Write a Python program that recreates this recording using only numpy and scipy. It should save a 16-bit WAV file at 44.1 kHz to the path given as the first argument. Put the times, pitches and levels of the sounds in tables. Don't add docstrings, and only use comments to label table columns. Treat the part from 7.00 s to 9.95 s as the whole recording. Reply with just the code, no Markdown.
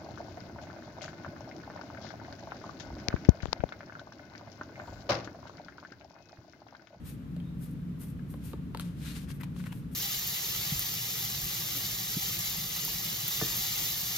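import sys
import numpy as np
from scipy import signal
from scipy.fft import rfft, irfft
from scipy.io import wavfile
from scipy.ndimage import uniform_filter1d

SR = 44100
rng = np.random.default_rng(int(sys.argv[2]) if len(sys.argv) > 2 else 0)


def output_pcm(signal):
    pcm = np.clip(np.atleast_2d(signal).T, -1, 1) * 32767
    wavfile.write(sys.argv[1], SR, np.round(pcm).astype(np.int16))


N = 130095

# time of peak speed, rise and fall in seconds, level in dB.
CARD_SLIDES = [(.074, 0.021, 0.027, -49.5), (.102, 0.018, 0.047, -55), (.642, 0.035, 0.024, -51),
               (.715, 0.033, 0.024, -61.5), (1.02, 0.023, 0.042, -49), (1.095, 0.039, 0.033, -59),
               (1.314, 0.022, .045, -54.5), (1.455, 0.02, 0.035, -50.5), (1.495, 0.021, 0.039, -53.5),
               (2.35, 0.019, 0.027, -57), (2.77, 0.1, 0.045, -58.5), (2.945, 0.026, .04, -53.5)]
PACKET_RUBS = [(.085, 0.04, 0.052, -55.5), (.645, .035, 0.076, -64.5), (1.48, 0.069, 0.068, -58),
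               (1.808, 0.0081, 0.015, -48.5), (1.85, 0.041, 0.065, -56.5), (2.09, 0.084, 0.065, -45.5),
               (2.163, 0.012, 0.04, -47.5), (2.23, 0.024, 0.027, -55.5), (2.307, 0.018, 0.019, -48),
               (2.437, 0.0073, 0.011, -49), (2.6, 0.04, 0.033, -52.5), (2.67, 0.026, 0.025, -56.5),
               (2.74, 0.037, 0.098, -63.5)]
# time of peak force, rise and fall in seconds, level in dB,
# resonance in Hz, left-right offset from EDGE_LEFT_DB in dB.
EDGE_SCRAPES = [(2.304, 0.028, 0.012, -54.5, 1660, 10.5), (2.413, 0.01, 0.009, -45, 1950, 2),
                (2.4362, 0.0021, 0.0064, -47, 2500, 1), (2.6, 0.0046, 0.011, -51, 1620, 4),
                (2.672, 0.014, 0.0075, -45.5, 1620, 2.5), (2.726, 0.0054, 0.0049, -43.5, 2900, 3)]
# start in seconds, ring level in dB, ring pitch in Hz, crack level in dB,
# crack tilt in dB per octave, left-right offset from EDGE_LEFT_DB in dB.
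CARD_SNAPS = [(0.365, -41.5, 590, -46, 0, 5), (0.401, -46.5, 3150, -50, -2.5, 8),
              (1.193, -44, 1660, -56, -6, 5), (1.340, -40, 1034, -40, -4.5, -3),
              (1.342, -37.5, 482, -51, -8, 3), (1.533, -37.5, 1155, -35.5, -5.5, -1),
              (1.537, -27.5, 404, -44, -5.5, 1), (1.748, -29, 904, -29, -3, 0),
              (1.749, -33.5, 573, -52, -8, 4), (1.773, -48, 1400, -32.5, 1, 3),
              (1.7973, -31, 1390, -27, 1, 1.5), (2.434, -40.5, 970, -37, -0.5, 3.5),
              (2.564, -48, 546, -42.5, -2.5, 2), (2.640, -41, 2070, -40, -2.5, -1),
              (2.665, -41, 1330, -44, -1.5, -3), (2.725, -40.5, 983, -50, 0, 0)]
# ratio to ring pitch, gain in dB, T60 in seconds.
HELD_CARD_MODES = [(.78, -11.5, 0.031), (1, -1.5, 0.023), (1.45, -21, 0.048), (2.3, -18, 0.021),
                   (3.2, -18, 0.017)]
# peak time, rise and fall in seconds, level in dB, pitch in Hz,
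# glide in octaves per second, bandwidth in Hz.
WHISTLES = [ (.48, .05, 0.044, -67, 3730, .1, 260), (1.809, .003, 0.0045, -48, 9870, 1, 700),
            (2.095, 0.06, 0.058, -52, 4000, 1.6, 590), (2.414, .008, 0.0072, -54.5, 13430, 1, 630),
            (2.716, .028, .011, -57, 2850, 2.5, 260), ]
# ratio to its pitch, gain in dB.
WHISTLE_MODES = [(.37, -9), (.66, -9.5), (1, -0.5)]
# time in seconds, level in dB.
FAN_SWELL = [(.15, -52), (.38, -40.5), (.95, -45), (1.7, -47.5), (1.9, -37), (2.0, -62), (2.28, -50),
             (2.45, -44), (2.63, -35.5), (2.76, -53), (2.92, -42)]
# frequency in Hz, level in dB.
FAN_TONES = [(64.6, -52.5), (147, -50.5), (239, -54)]
# frequency in Hz, relative gain in dB.
SLIDE_SPECTRUM = [(900, -7.5), (2000, -4.5), (4500, -6.5), (6500, -5.5), (9000, -1), (12000, 1), (15000, 1)]
RUB_SPECTRUM = [(250, -1.5), (700, -12.5), (1500, 0), (2700, 2), (4100, 1), (5200, -1.5), (8500, -4),
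                (15000, -7.5)]
SCRAPE_SPECTRUM = [(250, -32), (500, 5), (750, -10), (1000, 3.5), (2500, 2.5), (4200, -6), (5500, -9.5),
                   (15000, -10)]
CRACK_SPECTRUM = [(150, -49.5), (400, 4.5), (700, 1), (1200, 4.5), (2600, 1.5), (4200, 6), (5500, -8.5),
                  (9000, -5), (15000, -9.5)]
RUMBLE_SPECTRUM = [(20, -42.5), (35, -14.5), (50, -15), (63, -5), (88, -10), (115, -5), (143, -3),
                   (178, -3), (200, -7.5), (240, -8.5), (290, -10.5), (340, -23), (480, -29), (750, -45.5),
                   (2000, -71)]
AIR_SPECTRUM = [(100, -11.5), (500, 2.5), (750, -2.5), (920, -3), (1100, 0), (1400, 2), (1900, -2),
                (3800, -8), (4700, -12), (9000, -18.5), (15000, -18)]
LEFT_PORT_RESPONSE = [(200, -0.5), (1000, 3), (1400, 1), (2300, -1), (7500, -2.5), (9800, 2), (12000, -1),
                      (15000, -1)]
RIGHT_PORT_RESPONSE = [(110, -1), (350, -2), (1000, -1.5), (1400, -6.5), (2300, -3.5), (7500, -3.5),
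                       (10000, -7), (13300, 3), (15000, -8)]

EDGE_LEFT_DB = -1


def slides():
    hiss = unit(colour(friction(slips_per_s=16000, grain_db=1, likeness=0.26), SLIDE_SPECTRUM))
    envelope = sum(stroke(*row) for row in CARD_SLIDES)
    return hiss * envelope * amp(1.3 * walk(rate_hz=120)) * pan(left_db=3)


def rubs():
    rustle = unit(colour(friction(slips_per_s=15000, grain_db=1, likeness=0.27), RUB_SPECTRUM))
    envelope = sum(stroke(*row) for row in PACKET_RUBS)
    return rustle * envelope * amp(walk(rate_hz=120)) * pan(left_db=2)


def snaps(size=4096, crack_s=0.0013, tail_s=0.014, ring_rise_s=0.00066, port_lag_s=0.00007):
    out, t = np.zeros((2, N + size)), np.arange(size) / SR
    fade = amp(-19) * np.exp(-t / crack_s) + amp(-31) * np.exp(-t / tail_s)
    attack = 1 - np.exp(-t / ring_rise_s)
    for start_s, ring_db, hz, crack_db, tilt_db_per_oct, left_db in CARD_SNAPS:
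        burst = (t == 0) + two_ports(rng.standard_normal((3, size)), likeness=0.3) * fade
        crack = unit(colour(burst, CRACK_SPECTRUM, tilt_db_per_oct * octaves(2 * size)))
        crack *= np.sqrt(crack_s * SR / size / 2)
        ring = sum((-1) ** k * amp(db - 60 * t / t60_s) * np.sin(2 * np.pi * hz * ratio * t)
                   for k, (ratio, db, t60_s) in enumerate(HELD_CARD_MODES))
        left, right = (amp(ring_db) * ring * attack + amp(crack_db) * crack) * pan(left_db + EDGE_LEFT_DB)
        start, lag = int(start_s * SR), int(port_lag_s * SR)
        out[0, start + lag:start + lag + size] += left
        out[1, start:start + size] += right
    return out[:, :N]


def scrapes(boost_db=8.5, half_width_oct=0.29):
    slips, out = friction(slips_per_s=2500, grain_db=0, likeness=0.67), 0
    for peak_s, rise_s, fall_s, db, hz, left_db in EDGE_SCRAPES:
        force = stroke(peak_s, rise_s, fall_s, db)
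        resonance_db = boost_db / (1 + ((octaves(2 * N) - np.log2(hz)) / half_width_oct) ** 2)
        chatter = unit(colour(slips * force, SCRAPE_SPECTRUM, resonance_db))
        out += chatter * np.sqrt(np.mean(force ** 2)) * pan(left_db + EDGE_LEFT_DB)
    return out


def whistles():
    t, out = np.arange(N) / SR, 0
    for peak_s, rise_s, fall_s, db, hz, glide_oct_per_s, width_hz in WHISTLES:
        noise = two_ports(rng.standard_normal((3, N)) + 1j * rng.standard_normal((3, N)), likeness=0.34)
        flutter = signal.sosfilt(signal.butter(2, width_hz / 2, fs=SR, output="sos"), noise)
        pitch_hz = hz * 2 ** (glide_oct_per_s * np.clip(t - peak_s, -2 * rise_s, 2 * fall_s))
        phase = 2 * np.pi * np.cumsum(pitch_hz) / SR
        ring = 0
        for k, (ratio, mode_db) in enumerate(WHISTLE_MODES):
            drive = np.roll(flutter, k * SR, axis=1)
            ring += amp(mode_db) * unit((drive * np.exp(1j * ratio * phase)).real)
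        out += ring * stroke(peak_s, rise_s, fall_s, db)
    return out * pan(EDGE_LEFT_DB)


def friction(slips_per_s, grain_db, likeness):
    slipping = rng.random(N) < slips_per_s / SR
    sizes = slipping * amp(grain_db * np.minimum(rng.exponential(size=N), 5))
    return unit(two_ports(rng.standard_normal((3, N)), likeness) * sizes)


def stroke(peak_s, rise_s, fall_s, db):
    t = np.arange(N) / SR - peak_s
    return amp(db) * np.exp(-np.abs(t / np.where(t < 0, rise_s, fall_s)) ** 2.03)


def room(x, t60_s=0.43, gap_s=0.003, damping_hz=6900):
    t = np.arange(SR // 2) / SR
    tail = rng.standard_normal((2, len(t))) * amp(-60 * t / t60_s) * (t > gap_s)
    tail /= np.sqrt(np.sum(tail ** 2) / 2)
    tail = signal.sosfilt(signal.butter(1, damping_hz, fs=SR, output="sos"), tail)
    return x + amp(-10.5) * signal.fftconvolve(x, tail, axes=1)[:, :N]


def fan_hum(main_hz=174.6):
    mid, side, left, right = rng.standard_normal((4, N))
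    rumble = unit(colour(mid + amp(-11) * side * np.array([[1], [-1]]), RUMBLE_SPECTRUM))
    swell_db = np.interp(np.arange(N) / SR, *np.array(FAN_SWELL).T)
    tones = fan_tone(main_hz, swell_db) + sum(fan_tone(hz, db) for hz, db in FAN_TONES)
    air = unit(colour(np.array([left, right]), AIR_SPECTRUM))
    return amp(-39.5) * rumble + tones + amp(-60) * air * pan(left_db=-2.5)


def fan_tone(hz, db, wander_hz=1.507, wander_db=1.22):
    rms = amp(db + wander_db * walk(rate_hz=6))
    pitch_hz = hz + wander_hz * walk(rate_hz=9)
    return rms * np.sqrt(2) * np.sin(2 * np.pi * np.cumsum(pitch_hz) / SR)


def amp(db):
    return 10 ** (np.asarray(db) / 20)


def unit(x):
    return x / np.sqrt(np.mean(x ** 2))


def pan(left_db):
    return amp(np.array([[left_db], [-left_db]]) / 2)


def octaves(size):
    return np.log2(np.maximum(np.arange(size // 2 + 1) * SR / size, 1))


def colour(x, points, extra_db=0):
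    size = 2 * x.shape[-1]
    hz, db = np.array(points).T
    gain_db = np.interp(octaves(size), np.log2(hz), db) + extra_db
    cepstrum = irfft(np.log(amp(gain_db)))
    cepstrum[1:size // 2] *= 2
    cepstrum[size // 2 + 1:] = 0
    return irfft(rfft(x, size) * np.exp(rfft(cepstrum)))[..., :size // 2]


def walk(rate_hz):
    hold = int(SR / rate_hz)
    steps = np.repeat(rng.standard_normal(N // hold + 1), hold)
    return unit(uniform_filter1d(uniform_filter1d(steps, hold), hold)[:N])


def two_ports(noise, likeness):
    return np.sqrt(likeness) * noise[0] + np.sqrt(1 - likeness) * noise[1:]


def scene():
    return room(slides() + rubs() + scrapes() + whistles() + snaps()) + fan_hum()


def record(dry):
    cutoff_hz = 14550
    heard = np.array([colour(dry[0], LEFT_PORT_RESPONSE), colour(dry[1], RIGHT_PORT_RESPONSE)])
    return signal.sosfilt(signal.ellip(14, .2, 80, cutoff_hz, fs=SR, output="sos"), heard)


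dry = scene()
out = record(dry)
output_pcm(out)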